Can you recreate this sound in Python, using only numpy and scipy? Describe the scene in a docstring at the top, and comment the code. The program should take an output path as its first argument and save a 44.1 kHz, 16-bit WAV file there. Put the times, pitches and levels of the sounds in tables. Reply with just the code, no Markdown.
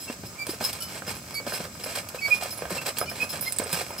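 """On a lawn, two heavy horses draw a wooden wagon towards the listener.
Hooves thud on the damped turf and swish through the grass, and hollow wood knocks.
Impacts set trace chains and an iron ring ringing, friction makes the hitch squeak, and the
harness snaps taut. Beneath them the wheels rumble and loose boards patter, against a faint
background of trees, insects and wind."""
import sys
import numpy as np
from scipy import signal
from scipy.fft import rfft, irfft
from scipy.io import wavfile

SR = 44100
rng = np.random.default_rng(int(sys.argv[2]) if len(sys.argv) > 2 else 0)


def store_pcm(level_fs):
    """Save levels as 16-bit WAV."""
    pcm = np.round(np.clip(level_fs, -1, 1) * 32767).astype(np.int16)
    wavfile.write(sys.argv[1], SR, np.atleast_2d(pcm).T)


N = 176400
T = np.arange(N) / SR

# Spectrum of the wheels on turf. Each row: frequency in Hz, relative level in dB.
WHEEL_SPECTRUM = [(35, -31), (55, -7.5), (85, -3), (160, -4), (280, -7), (450, -18), (1000, -46)]
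# Spectrum of the loose boards. Each row: frequency in Hz, relative level in dB.
BOARD_SPECTRUM = [(150, -19), (330, -27), (580, 7.5), (850, -2.5), (1350, 1.5), (1750, -8), (2300, -2),
                  (4000, -32)]
# Spectrum of the hiss of trees. Each row: frequency in Hz, relative level in dB.
TREE_SPECTRUM = [(30, -36), (300, -6.5), (600, 4), (1000, 0), (2300, 1), (3500, -1.5), (5100, 3), (8200, 5),
                 (9300, -8), (15000, -4)]
# Modes of a chain link. Each row: frequency in Hz, relative level in dB, 60 dB decay time in seconds.
LINK_MODES = [(5110, 15, 0.13), (5440, -2.5, 0.15), (7980, 3, 0.097), (9995, 5.5, 0.21),
              (10890, 11.5, 0.049), (13290, 4.5, 0.14), (13650, 3.5, 0.14)]
# Shakes of the chains. Each row: start in seconds, length in seconds, relative level in dB.
CHAIN_SHAKES = [(0, 0.053, -43), (0.254, 0.017, -43), (0.491, 0.019, -36), (0.612, 0.087, -39.5),
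                (0.639, 0.021, -30), (1.07, 0.021, -37.5), (1.466, 0.043, -44), (1.524, 0.026, -34),
                (2.274, 0.1, -45), (3.092, 0.012, -35.5), (3.202, 0.023, -39.5), (3.29, 0.017, -34),
                (3.423, 0.079, -40), (3.713, 0.044, -37.5), (3.98, .04, -35.5)]
# Single clinks. Each row: start in seconds, relative level in dB, boost of the high modes in dB.
LINK_CLINKS = [(.805, -33.5, 8), (0.822, -29, 2.5), (1.152, -43, 6), (1.343, -34, 4), (1.837, -34.5, 3),
               (2.345, -38, -7), (2.507, -32.5, 0), (2.523, -35.5, 6), (2.576, -33.5, 2.5),
               (3.005, -31.5, 5), (3.41, -24.5, 14.5)]
# Hooves brushing grass. Each row: start in seconds, length in seconds, relative level in dB.
GRASS_SWISHES = [(0.071, 0.057, -41.5), (0.477, 0.019, -33), (0.524, 0.02, -36.5), (0.601, 0.095, -32.5),
                 (0.724, 0.047, -36.5), (0.877, 0.11, -38.5), (1.064, 0.052, -32.5), (1.461, 0.048, -34.5),
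                 (1.529, 0.044, -32), (1.594, 0.059, -38), (1.793, 0.017, -36), (1.858, 0.084, -35),
                 (1.951, 0.038, -29.5), (2.141, 0.013, -35.5), (2.241, 0.13, -37.5), (2.403, 0.063, -33),
                 (2.693, 0.049, -32.5), (2.746, 0.029, -31.5), (2.805, 0.018, -33.5), (2.849, 0.047, -30),
                 (2.964, 0.022, -31), (3.148, 0.098, -36.5), (3.322, 0.017, -32.5), (3.591, 0.0091, -33),
                 (3.618, 0.13, -41.5), (3.726, 0.048, -28), (3.779, 0.041, -31)]
# Spectrum of the stalks. Each row: frequency in Hz, relative level in dB.
GRASS_SPECTRUM = [(150, -21), (500, 8.5), (1300, 2.5), (2300, 5.5), (3500, -3), (5500, 0.5), (6800, -5),
                  (8100, 6), (9300, -9.5), (11500, -3.5), (15500, -14.5)]
# Squeaks of the hitch. Each row: start in seconds, length in seconds, pitch in Hz, level in dB,
# octave relative to the fundamental in dB, glide as a fraction of the pitch.
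HITCH_SQUEAKS = [(0.077, 0.018, 2705, -38, -18, 0), (.378, 0.06, 2328, -36.5, -6, -.01),
                 (1.34, 0.058, 2262, -36.5, 4, .01), (2.181, 0.018, 2570, -35, -28, .02),
                 (2.207, 0.072, 2265, -28, -8, .003), (2.3, .041, 2444, -20.5, -27, .008),
                 (2.774, 0.02, 2690, -34, -22, -.06), (3.066, 0.034, 2390, -37.5, -18, .03),
                 (3.198, 0.04, 2528, -26, -24, .025), (3.46, 0.025, 2078, -26.5, -17.5, .04)]
# Hooves landing. Each row: start in seconds, level in dB, pitch in Hz, cycles to decay to 1/e.
HOOF_THUMPS = [(.098, -21, 247, 1.42), (0.234, -25.5, 102, 0.91), (0.4913, -20.5, 315, 1.55),
               (0.607, -24, 231, 1.5), (0.618, -26, 194, 1.5), (1.078, -31, 200, 1.9),
               (1.467, -22.5, 257, 1.05), (1.524, -31, 206, 1.4), (1.601, -20, 201, 1.07),
               (2.653, -34, 65, 1), (2.712, -25.5, 185, 2.9), (3.229, -33, 248, 3),
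               (3.597, -16.5, 310, 1.3), (3.728, -26, 168, 2.4)]
# Knocks of hooves and wagon wood. Each row: start in seconds, relative level in dB, pitch in Hz.
HOLLOW_KNOCKS = [(0.098, -32, 634), (0.468, -27, 610), (0.532, -31.5, 440), (0.609, -22, 597),
                 (0.956, -27.5, 614), (1.021, -27.5, 1440), (1.078, -28, 477), (1.4, -28.5, 536),
                 (1.466, -24, 594), (1.473, -26.5, 536), (1.522, -22, 550), (1.602, -32, 566),
                 (1.651, -26, 614), (1.86, -26, 607), (1.973, -24, 565), (2.145, -26, 522),
                 (2.282, -24, 650), (2.424, -24, 710), (2.457, -29, 720), (2.621, -22.5, 492),
                 (2.654, -24, 643), (2.705, -22.5, 523), (2.766, -29, 533), (2.872, -25, 760),
                 (3.014, -18.5, 1270), (3.026, -23, 714), (3.115, -25, 660), (3.229, -26, 634),
                 (3.336, -25.5, 560), (3.596, -25, 468), (3.617, -22.5, 504), (3.659, -26.5, 442),
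                 (3.811, -26, 685), (3.905, -25, 930)]
# Spectrum of a knock's wooden body. Each row: frequency in Hz, relative level in dB.
WOOD_SPECTRUM = [(150, -1.5), (350, -4), (600, 7), (850, -5), (1350, -3.5), (2000, -9), (5000, -24.5)]
# Harness snaps. Each row: start in seconds, relative tick level in dB, relative crack level in dB.
HARNESS_SNAPS = [(0.4679, -36, -29.5), (0.73, -39, -28), (1.957, -43, -35), (2.088, -53, -30.5),
                 (2.434, -40, -28.5), (2.7046, -39, -35), (2.866, -35, -26.5), (2.985, -31, -20.5),
                 (3.523, -22, -25.5), (3.563, -29, -46), (3.5857, -19, -22.5), (3.637, -29, -42),
                 (3.729, -24.5, -21)]
# A buckle's impact and its rebound. Each entry: gain in dB.
BUCKLE_IMPACTS_DB = [-10.5, -19]
# Blows on the iron ring of the harness. Each row: start in seconds, level in dB.
RING_CLANKS = [(.808, -39.5), (3.06, -44)]
# Modes of that ring. 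Each row: frequency in Hz, relative level in dB, 60 dB decay time in seconds.
RING_MODES = [(1350, -2, .38), (2982, 1, .38), (4430, -5, .2), (5560, 0, .2)]
# Left-right balance, varying with frequency. Each row: frequency in Hz, left minus right level in dB.
STEREO_BALANCE = [(100, -1), (400, -0.5), (750, -4), (1300, -3.5), (2400, -11.5), (3300, 5.5), (4400, 3.5),
                  (5200, 9.5), (6200, 15.5), (8200, -23), (9500, -13), (14000, -12)]


def undb(db):
    """Convert decibels to an amplitude ratio."""
    return 10 ** (np.asarray(db) / 20)


def unit(x):
    """Normalise to an rms of 1."""
    return x / np.sqrt(np.mean(x ** 2) + 1e-18)


def curve(points, size):
    """Interpolate (Hz, dB) points over log frequency onto the bins of a transform."""
    hz, db = np.array(points, float).T
    return np.interp(np.log(np.arange(size // 2 + 1) * SR / size + 1), np.log(hz), db)


def colour(x, points):
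    """Minimum-phase filtering: impose a spectrum causally, with unit power gain."""
    size = 2 * N
    cepstrum = irfft(np.log(unit(undb(curve(points, size)))))
    cepstrum[1:N] *= 2
    cepstrum[N + 1:] = 0
    return irfft(rfft(x, size) * np.exp(rfft(cepstrum)))[..., :N]


def band(x, hz, width):
    """Second-order resonance with gain 1 at its centre."""
    return signal.lfilter(*signal.iirpeak(hz, max(hz / width, .5), fs=SR), x)


def wander(rate):
    """Random modulation: straight lines joining `rate` Gaussian values a second."""
    knots = rng.standard_normal(1024)
    return np.interp(T * rate, np.arange(len(knots)), knots)


def grains(per_s, scatter_db):
    """Poisson process of tiny impacts, mostly weak and a few strong."""
    hit = rng.random(N) < per_s / SR
    size = undb(scatter_db * np.minimum(rng.exponential(size=N), 4))
    return unit(hit * size * rng.choice([-1, 1], N))


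def bursts(events, attack_s, release_s):
    """Sum of envelopes, each with a linear attack, a hold and an exponential release."""
    out = np.zeros(N)
    for start, hold, db in events:
        age = T - start
        fade = np.exp(-np.clip((age - hold) / release_s, 0, 50))
        out += undb(db) * np.clip(age / attack_s, 0, 1) * fade
    return out


def add(out, start, x):
    """Superpose a short sound at a start time in seconds."""
    i = max(int(start * SR), 0)
    out[i:i + len(x)] += x[:max(N - i, 0)]


def wagon(near):
    """Random excitation: rolling wheels rumble on the turf and small impacts make loose boards patter."""
    wheels = colour(rng.standard_normal(N), WHEEL_SPECTRUM) * undb(-46.5 + 1.8 * wander(14))
    patter = grains(per_s=400, scatter_db=2.8) * undb(2 * wander(30))
    return wheels + colour(patter, BOARD_SPECTRUM) * undb(-49) * near


def meadow(insect_hz=7760, width_hz=260):
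    """Modulated noise: trees hiss over a broad band, distant insects in a narrow one, wind in the bass."""
    trees = colour(rng.standard_normal((2, N)), TREE_SPECTRUM) * undb(-47 + .5 * wander(3))
    insects = band(rng.standard_normal((2, N)), insect_hz, width_hz)
    insects = unit(band(insects, insect_hz, width_hz))
    wind = colour(rng.standard_normal((2, N)), [(28, 1), (60, 0), (130, -14), (400, -30), (2000, -54)])
    insects *= undb(-56 + 3.9 * wander(22.67))
    wind *= undb(-56 + 3.3 * np.array([wander(5.36), wander(5.04)]))
    return trees + insects + wind


def link(bright_db=0, bright_above_hz=8070, clash_hz=5070, clash_s=0.023):
    """Modal vibration: a struck link rings, slightly detuned, over the noisy clash of its neighbours."""
    t, ring = T[:SR // 3], 0
    for hz, db, t60 in LINK_MODES:
        detune, strength, phase = rng.standard_normal(3)
        fade = undb(db + bright_db * (hz > bright_above_hz) + 2 * strength - 60 * t / t60)
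        ring = ring + fade * np.sin(2 * np.pi * (hz * (1 + 0.005 * detune) * t + phase))
    clash = unit(band(rng.standard_normal(len(t)), clash_hz, clash_hz)) * np.exp(-t / clash_s)
    return undb(-6 - bright_db) * clash + ring / np.std(ring[:SR // 50])


def chains(near, links=9):
    """Each collision excites a link's impulse response: in showers, singly, or as a faint jingle."""
    jingle = undb(-53) * near * undb(wander(9))
    shake = jingle + bursts(CHAIN_SHAKES, attack_s=0.001, release_s=0.00067)
    out = np.zeros(N)
    for _ in range(links):
        hits = grains(per_s=200, scatter_db=3) * shake
        response = link()
        ringing = signal.fftconvolve(hits, response / np.linalg.norm(response))[:N]
        out += (ringing + undb(-9.5) * hits) / np.sqrt(links)
    for start, db, bright_db in LINK_CLINKS:
        add(out, start, undb(db - 6) * (link(bright_db) + link(bright_db)))
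    return out


def grass(near):
    """Granular noise: stalks crackle as hooves sweep them and rustle in patches under the wheels."""
    sweep = bursts(GRASS_SWISHES, attack_s=0.0072, release_s=0.015)
    stalks = grains(per_s=3500, scatter_db=1) * undb(2.8 * wander(220))
    patches = unit(grains(per_s=600, scatter_db=4) * undb(7 * wander(25)))
    return colour(undb(-4) * stalks * sweep + undb(-49.5) * near * patches, GRASS_SPECTRUM)


def hitch(wobble=.005, flutter_db=2, joint_t60_s=.25):
    """Friction in dry iron joints: each squeak swells, wavers and glides, and the joint resonates on."""
    out, t = np.zeros(N), T[:SR // 4]
    for start, length, hz, db, octave_db, glide in HITCH_SQUEAKS:
        progress = np.minimum(t / length, 1)
        drift, grip = wander(250)[:len(t)], wander(130)[:len(t)]
        pitch = hz * (1 + glide * (progress - .5) + wobble * drift)
        phase = 2 * np.pi * np.cumsum(pitch) / SR
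        overtones = np.sin(2 * phase) + undb(-14.5) * sum(np.sin(k * phase) for k in range(3, 7))
        swell = np.abs(np.sin(np.pi * progress ** 1.55)) ** .65
        tone = (np.sin(phase) + undb(octave_db) * overtones) * swell * undb(flutter_db * grip)
        ring = unit(band(tone, hz, width=np.log(1000) / np.pi / joint_t60_s))
        add(out, start, undb(db) * np.sqrt(2) * (tone + undb(-11) * np.std(tone) * ring))
    return out


def hooves(rise_s=0.0022):
    """Heavily damped oscillation: each hoof gives the turf a deep push and shifts the soil."""
    out, t = np.zeros(N), T[:SR // 6]
    for start, db, hz, cycles in HOOF_THUMPS:
        soil = unit(band(rng.standard_normal(len(t)), hz, hz))
        push = np.sin(2 * np.pi * hz * t) + undb(-3) * soil
        envelope = np.exp(-t * hz / cycles) * (1 - np.exp(-t / rise_s))
        add(out, start, undb(db) * push * envelope)
    return out


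def knocks(decay_cycles=3, impact_s=0.0015, crumble_s=0.027):
    """Impact excitation: one short hollow resonance over a broadband wooden body that crumbles away."""
    hollow, body, t = np.zeros(N), np.zeros(N), T[:SR // 8]
    fade = np.exp(-t / impact_s) + undb(-9.5) * np.exp(-t / crumble_s)
    for start, db, hz in HOLLOW_KNOCKS:
        cycles = hz * t
        ring = np.sin(2 * np.pi * cycles) * np.exp(-cycles / decay_cycles) * np.minimum(cycles, 1)
        add(hollow, start, undb(db - 1.5) * ring)
        add(body, start, undb(db - 5) * rng.standard_normal(len(t)) * fade)
    return hollow + colour(body, WOOD_SPECTRUM)


def harness(tick_hz=8450, width_hz=1870, crack_hz=8000, decay_s=0.0013, rebound_s=0.0045):
    """Impact and rebound: a buckle snaps taut and bounces once, with a damped tick and a broad crack."""
    out, t = np.zeros(N), T[:SR // 50]
    for start, tick_db, crack_db in HARNESS_SNAPS:
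        for k, impact_db in enumerate(BUCKLE_IMPACTS_DB):
            push = rng.standard_normal(len(t)) * np.exp(-t / decay_s)
            tick = undb(tick_db) * unit(band(band(push, tick_hz, width_hz), tick_hz, width_hz))
            crack = undb(crack_db) * unit(band(push, crack_hz, 2 * crack_hz))
            add(out, start + k * rebound_s, undb(impact_db) * (tick + crack))
    return out


def iron_ring():
    """Free vibration: a heavy ring's inharmonic modes sound lower and longer than those of the links."""
    out, t = np.zeros(N), T[:SR // 2]
    ring = sum(undb(db - 60 * t / t60) * np.sin(2 * np.pi * hz * t) for hz, db, t60 in RING_MODES)
    for start, db in RING_CLANKS:
        add(out, start, undb(db) * ring)
    return out


def ground_scatter(x, above_hz=1380, decay_s=0.009):
    """Diffuse reflection: the ground adds a brief tail to the treble, different in each channel."""
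    t = T[:SR // 5]
    tail = rng.standard_normal((2, len(t))) * np.exp(-t / decay_s)
    tail /= np.linalg.norm(tail, axis=1, keepdims=True)
    treble = signal.lfilter(*signal.butter(1, above_hz, "high", fs=SR), x)
    return x + undb(-0.5) * signal.fftconvolve(treble[None], tail, axes=1)[:, :N]


def stereo(x, left_lag_s=.00002):
    """Channel difference: the balance between left and right varies with frequency, and the left channel lags
    slightly."""
    ratio = undb(curve(STEREO_BALANCE, 2 * N))
    hz = np.arange(N + 1) * SR / (2 * N)
    delay = np.exp(-2j * np.pi * hz * left_lag_s)
    response = np.array([ratio * delay, np.ones_like(delay)]) * 2 / (1 + ratio)
    return irfft(rfft(x, 2 * N) * response)[:, :N]


def scene(approach_db_per_s=1.5):
    """Superposition of team and meadow; rustle, jingle and patter grow as the team comes nearer."""
    near = undb(approach_db_per_s * (T - T.mean()))
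    team = hooves() + knocks() + grass(near) + chains(near)
    team += iron_ring() + hitch() + harness() + wagon(near)
    return stereo(ground_scatter(team)) + meadow()


def record(dry, low_hz=61, top_hz=15700):
    """Band limiting: filters remove the deepest bass and the highest treble."""
    thin = signal.sosfilt(signal.butter(4, low_hz, "high", fs=SR, output="sos"), dry)
    return signal.sosfilt(signal.ellip(10, .2, 80, top_hz, fs=SR, output="sos"), thin)


dry = scene()
out = record(dry)
store_pcm(out)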